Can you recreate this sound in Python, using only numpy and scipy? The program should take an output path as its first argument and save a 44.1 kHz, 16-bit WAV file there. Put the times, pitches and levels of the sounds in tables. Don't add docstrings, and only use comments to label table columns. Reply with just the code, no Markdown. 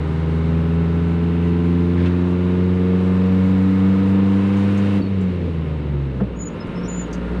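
import sys
import numpy as np
from scipy import signal
from scipy.fft import rfft, irfft, next_fast_len
from scipy.io import wavfile
from scipy.ndimage import uniform_filter1d

SR = 44100
rng = np.random.default_rng(int(sys.argv[2]) if len(sys.argv) > 2 else 0)


def invert_db(x):
    u = np.asarray(x, float) / 20
    return 10 ** u


def unload_audio(sound):
    columns = np.transpose(np.atleast_2d(sound))
    steps = np.round(np.clip(columns, -1, 1) * 32767)
    wavfile.write(sys.argv[1], SR, steps.astype(np.int16))


N = 326340
TIME = np.arange(N) / SR
COAST_START_S, COAST_END_S, COAST_RAMP_S, TAKE_UP_S = 5.0, 6.67, .05, 0.56


def level(x, db):
    return x * invert_db(db) / np.sqrt(np.mean(x ** 2))


def colour(x, points):
    hz, db = np.transpose(points)
    size = next_fast_len(N)
    log_hz = np.log(np.maximum(np.arange(size // 2 + 1) * SR / size, 1))
    point_hz = np.r_[hz[0] * .7, hz, hz[-1] * 1.2]
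    point_db = np.r_[db[0] - 40, db, db[-1] - 30]
    gain_db = np.interp(log_hz, np.log(point_hz), point_db)
    return level(irfft(rfft(x, size) * invert_db(gain_db), size)[:N], 0)


def ring(x, hz, width_hz):
    return signal.lfilter(*signal.iirpeak(min(hz, .45 * SR), hz / width_hz, SR), x)


def lift(hz, centre_hz, width_hz):
    return np.exp(-(2 * (hz - centre_hz) / width_hz) ** 2 * np.log(2))


def walk(rate):
    steps = np.repeat(rng.standard_normal(int(N / SR * rate) + 2), 8)
    slewed = uniform_filter1d(uniform_filter1d(steps, 8), 8)
    return 1.3 * np.interp(TIME * rate * 8, np.arange(len(steps)), slewed)


def noise():
    return rng.standard_normal(N)


def curves(table):
    s, *columns = np.transpose(table)
    return [np.interp(TIME, s, c) for c in columns]


def burst(t60, rise):
    age = TIME[:SR // 2]
    return rng.standard_normal(len(age)) * (1 - np.exp(-age / rise)) * invert_db(-60 * age / t60)


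def add(out, s, db, sound):
    part = out[int(s * SR):][:len(sound)]
    part += (invert_db(db) * sound / np.max(np.abs(sound)))[:len(part)]


# t/s, firing rate f/Hz
ENGINE_SPEED = [(0, 79.4), (.5, 82), (1.7, 86.6), (2.5, 90), (2.9, 91.5), (4.5, 98.4), (4.9, 99.7), (5, 98),
                (5.1, 98), (5.25, 92.2), (5.55, 82.2), (5.85, 73.6), (6.35, 59.6), (6.45, 57.6), (6.53, 57),
                (6.62, 59.5), (7.15, 59.8), (7.4, 60.7)]


def firing_rate():
    return curves(ENGINE_SPEED)[0]


# t/s, combustion effort level/dB, shake through the mounts level/dB
ENGINE_LOAD = [(0, -0.5, -3.5), (.35, 0, -0.4), (1.3, -1, -1.1), (2.05, 0, 0.5), (2.4, -0.2, -1.5),
               (3.4, 1.6, -0.5), (4.3, 2, -0.7), (4.7, 4, 0.2), (4.98, 4, -2.1), (5.02, -3, -7.5),
               (5.13, -1.5, -0.5), (5.35, -2, -5.5), (5.8, -5, -5.5), (6.2, -6, -2.5), (6.44, -8, -7),
               (6.58, -3, -18), (6.82, -2.5, -8), (7.4, -1, -0.5)]


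def load():
    return curves(ENGINE_LOAD)


def boom(turns, lines_db, lags):
    out = 0
    for k, (db, lag) in enumerate(zip(lines_db, lags)):
        phase = 2 * np.pi * ((k + 1) * turns - lag) + 0.025 * walk(8.1)
        out = out + np.sqrt(2) * invert_db(db + 0.75 * walk(16)) * np.cos(phase)
    return out


# f/Hz, width f/Hz, level/dB
CAB_MODES = [(53.5, 25, -8.5), (117, 17, -9.5), (139, 18, 5), (168.8, 13, 3.5), (191.1, 22.3, 8.5),
             (246, 4.2, 5), (262.4, 18, 8.5), (288.8, 18.7, 10), (212, 6.9, 6), (355.7, 36, 13),
             (380, 10, -13), (430, 36, 3), (442, 8.1, -5.5), (459, 18, 4.5)]


def cab(hz):
    return sum(db * lift(hz, centre, width) for centre, width, db in CAB_MODES)


# level/dB, change off throttle level/dB, change in the new gear level/dB,
# share of the mount shake [dB per dB]
FIRING_LINES = [(-21, 1.5, 1, 1.04), (-23.5, -2.5, -6, 0.74), (-34, -9.5, 1.5, 0.27), (-40, -12, -3.5, 0.4),
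                (-34, -9, -4, 1.1), (-47, -7.5, -10, 0.49), (-50.5, -3.5, 12, .7)]
LINE_PATHS = [3.68, 1.0, 8.99, 4.16, 5.66, 5.66, 5.66]


def firings(turns, hz, shake_db, coast, geared):
    lines_db, lags = [], []
    for k, (db, off_db, gear_db, share) in enumerate(FIRING_LINES):
        drive_db = db + off_db * coast + gear_db * geared + share * shake_db
        loose_db = 2.5 * min(k + .4, 1) * (coast + geared) * walk(16)
        lines_db.append(drive_db + cab((k + 1) * hz) + loose_db)
    for k, metres in enumerate(LINE_PATHS):
        lags.append((k + 1) * hz * metres / 343 + .5 * min(k, 1) * coast)
    return boom(turns, lines_db, lags)


def fan(turns, hz):
    ratio = 1.71
    fan_db = -47 + 15.5 * lift(ratio * hz, 138.3, 22)
    return boom(ratio * turns, [fan_db], [0])


def pulley(turns, growl_db):
    return ring(boom(9.83 * turns, [-55 + growl_db], [0]), 870, 110)


# f/Hz, width f/Hz, level/dB
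CAB_PANELS = [(938, 91, 2), (1046, 68, 6), (1208, 110, 3.5), (1395, 170, -5.5), (1730, 24, -5.5),
              (2200, 22, -4), (2690, 580, -7)]


def panels(x):
    return x + sum(invert_db(db + 3.1 * walk(2.7)) * ring(x, hz, width) for hz, width, db in CAB_PANELS)


# f/Hz, level/dB
GROWL_SPECTRUM = [(40, -22.5), (100, -2.5), (250, 1), (400, 0), (520, 1), (650, -10.5), (800, -9.5),
                  (1000, -15.5), (1300, -10.5), (1800, -12), (2500, -21.5), (3500, -23.5), (5000, -34.5)]
# multiple of the firing rate, level/dB
STRONG_LINES = [(2.25, -6), (2.75, 13), (3.25, -5.5), (3.5, 3.5), (3.75, 11), (4.25, 4), (4.5, 4.5),
                (4.75, 8), (5.25, 2), (5.5, -2), (6, 4.5), (6.5, -1), (7, 4.5), (7.75, -1.5), (8, 6.5),
                (9, 4.5), (9.5, 1.5), (9.75, 5.5), (10, 0), (10.25, 7.5), (10.75, 3.5), (11, -2.5),
                (11.25, 6.5), (12, 6), (12.25, -1), (13, 4.5), (14, -1), (16, 3), (18, 4)]


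def growl(turns):
    size = 2048
    multiple = np.arange(size // 2 + 1) / 4
    gain = invert_db(3.3 * rng.standard_normal(len(multiple)) - 3.5) * (multiple < 60)
    gain[[0, 4, 8, 12, 16, 20]] = 0
    for k, db in STRONG_LINES:
        gain[round(4 * k)] = invert_db(db)
    out, angle = 0, turns / 4 % 1 * size
    for k in range(3):
        cycle = irfft(gain * np.exp(2j * np.pi * rng.random(len(gain))))
        share = 1 if k == 0 else 0.42 * walk(2.182)
        out = out + share * np.interp(angle, np.arange(size + 1), np.r_[cycle, cycle[0]])
    return level(panels(colour(out, GROWL_SPECTRUM)), 0)


# f/Hz, level/dB per Hz
CLATTER_SPECTRUM = [(320, -29.5), (550, -8), (713, -5.5), (907, -14), (1090, -13.5), (1590, -11.5),
                    (1740, -10.5), (2140, -8.5), (2370, -12.5), (2810, -13.5), (3360, -18), (3790, -16),
                    (6000, -39.5), (7800, -65), (13200, -120)]


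def clatter(turns):
    fired = np.floor(turns).astype(int)
    strength = invert_db(1.1 * rng.standard_normal(1000)[fired])
    gate = 1 + 0.12 * strength * np.cos(2 * np.pi * turns)
    return level(panels(colour(noise() * gate, CLATTER_SPECTRUM)), 0)


def tappet(turns, hz):
    cycle = np.floor(turns / 4).astype(int)
    age = (turns - 4 * cycle) / hz
    decay_db = -60 * age / .07
    blow = invert_db(1.5 * rng.standard_normal(200)[cycle] + decay_db) * (1 - np.exp(-age / .0015))
    return level(blow * np.sin(2 * np.pi * 930 * age), 0)


# f/Hz, level/dB per Hz
RUMBLE_SPECTRUM = [(15, -21), (30, -13), (60, -9), (110, -1.5), (180, -0.5), (250, -0.5), (350, -5.5),
                   (450, -3), (600, -15), (900, -47)]


def road(effort_db, coast):
    rumble_db = -31.5 + 0.12 * effort_db + 2.5 * coast + 1.2 * walk(12)
    return invert_db(rumble_db) * colour(noise(), RUMBLE_SPECTRUM)


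# f/Hz, level/dB per Hz
HISS_SPECTRUM = [(4000, -6.5), (5000, -4), (7800, -9), (9000, -9.5), (10900, -16.5), (11800, -23),
                 (13000, -27), (14000, -35)]


def intake_hiss(effort_db):
    hiss_db = -62.5 + 1.3 * effort_db + 0.97 * walk(25)
    return invert_db(hiss_db) * colour(noise(), HISS_SPECTRUM)


# t/s, peak level/dB, centre f/Hz, t60/s
LEVER_TICKS = [
    (.5, -58, 8000, .08),
    (.747, -56, 8000, .08),
    (2.21, -57, 6000, .08),
    (4.566, -46, 7000, .1),
    (4.774, -41, 7000, .1),
    (4.855, -51, 8500, .08),
    (5.208, -49, 7300, .14),
    (6.668, -55, 8000, .06),
    (7.108, -55, 5800, .08),
    (7.127, -33, 5600, .1),
]
# f/Hz, level/dB, t60/s (not used: every mode rings 150 Hz wide)
LEVER_MODES = [(4840, -6, .06), (5450, -15.5, .1), (5850, -4.5, .1), (6530, -6.5, .1), (6280, -2, .07),
               (7340, -7, .1), (8500, -17, .1), (9100, -11, .07)]


def ticks():
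    out = np.zeros(N)
    for s, db, hz, t60 in LEVER_TICKS:
        blow = ring(ring(burst(t60, .002), hz, 0.6 * hz), hz, 0.99 * hz)
        tint_db = 3.0 * rng.standard_normal(len(LEVER_MODES))
        sound = .5 * blow
        for row, tint in zip(LEVER_MODES, tint_db):
            sound = sound + 4.9 * invert_db(row[1] + tint) * ring(blow, row[0], 150)
        add(out, s, db, sound)
    return out


# t/s, peak level/dB, centre f/Hz, width f/Hz, t60/s
KNOCKS = [
    (1.96, -30.5, 1600, 1800, 0.78),
    (2.056, -25.5, 1900, 1800, 0.091),
    (4.984, -25, 75, 50, 0.2),
    (4.989, -18, 240, 149, 0.19),
    (6.197, -31.5, 1350, 350, 0.09),
    (6.202, -20.5, 480, 200, 0.087),
    (6.205, -13, 200.4, 22, 0.06),
    (6.63, -34, 30, 25, 0.44),
    (6.639, -27, 100, 60, 0.15),
    (6.689, -18, 187, 60, 0.17),
]


def thuds():
    out = np.zeros(N)
    for s, db, hz, width, t60 in KNOCKS:
        blow = burst(t60, 0.051 * t60)
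        add(out, s, db, ring(ring(blow, hz, width), hz, 2 * width))
    return signal.sosfilt(signal.butter(2, 4000, fs=SR, output="sos"), out)


# t/s, length t/s, first pitch f/Hz, last pitch f/Hz, level/dB
PEDAL_SQUEAKS = [(5.02, .01, 4470, 4420, -45), (5.046, .008, 4350, 4340, -51),
                 (5.066, .01, 4325, 4320, -50), (6.362, .026, 6720, 6840, -55),
                 (6.39, .012, 6880, 6910, -44), (6.408, .026, 6920, 6915, -34),
                 (6.458, .024, 6910, 6850, -38), (6.476, .016, 6405, 6355, -58),
                 (6.494, .045, 6860, 6845, -62), (6.606, .02, 5185, 5140, -45),
                 (6.756, .036, 5205, 5225, -51), (6.798, .03, 5240, 5390, -60),
                 (6.836, .035, 5420, 5450, -51), (6.85, .024, 5800, 5990, -52),
                 (6.886, .052, 6965, 6995, -37), (6.944, .032, 6940, 7055, -38),
                 (6.978, .04, 7058, 6990, -37), (7.022, .02, 6950, 6800, -46),
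                 (7.048, .03, 6850, 6910, -60)]


def squeaks():
    catch_db_per_s, slip_db_per_s = 1998, 1601
    out = np.zeros(N)
    for s, length, first_hz, last_hz, top_db in PEDAL_SQUEAKS:
        hz = np.interp(TIME, [s, s + length], [first_hz, last_hz])
        db = top_db - catch_db_per_s * np.maximum(s - TIME, 0)
        db = db - slip_db_per_s * np.maximum(TIME - s - length, 0)
        wobble = .002 + .0005 * max(-38 - top_db, 0)
        phase = 2 * np.pi * np.cumsum(hz * (1 + wobble * walk(300))) / SR
        note = np.sin(phase) + invert_db(-44.0) * np.sin(2 * phase)
        out += np.sqrt(2) * invert_db(db - 1.5 + 2 * walk(200)) * note
    return out


def scene():
    hz = firing_rate()
    turns = np.cumsum(hz) / SR
    effort_db, shake_db = load()
    lifted = (TIME - COAST_START_S) / COAST_RAMP_S
    biting = (COAST_END_S - TIME) / TAKE_UP_S
    coast = np.clip(np.minimum(lifted, biting), 0, 1)
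    geared = np.clip(1 - biting, 0, 1)

    growl_db = .3 * effort_db - 6 * coast
    clatter_db = -40.5 + 1.04 * effort_db + coast
    knock_db = -50 + 2 * growl_db + 4.5 * lift(hz, 90.6, 5)

    engine = firings(turns, hz, shake_db, coast, geared) + fan(turns, hz) + pulley(turns, growl_db)
    engine += invert_db(-34 + growl_db) * growl(turns)
    engine += invert_db(clatter_db) * clatter(turns)
    engine += invert_db(knock_db) * tappet(turns, hz)
    controls = ticks() + thuds() + squeaks()
    return (engine + road(effort_db, coast) + intake_hiss(effort_db) + controls)[None]


def top_cut(x):
    return signal.sosfilt(signal.butter(12, 14250, fs=SR, output="sos"), x)


def record(dry):
    return top_cut(dry)


dry = scene()
out = record(dry)
unload_audio(out)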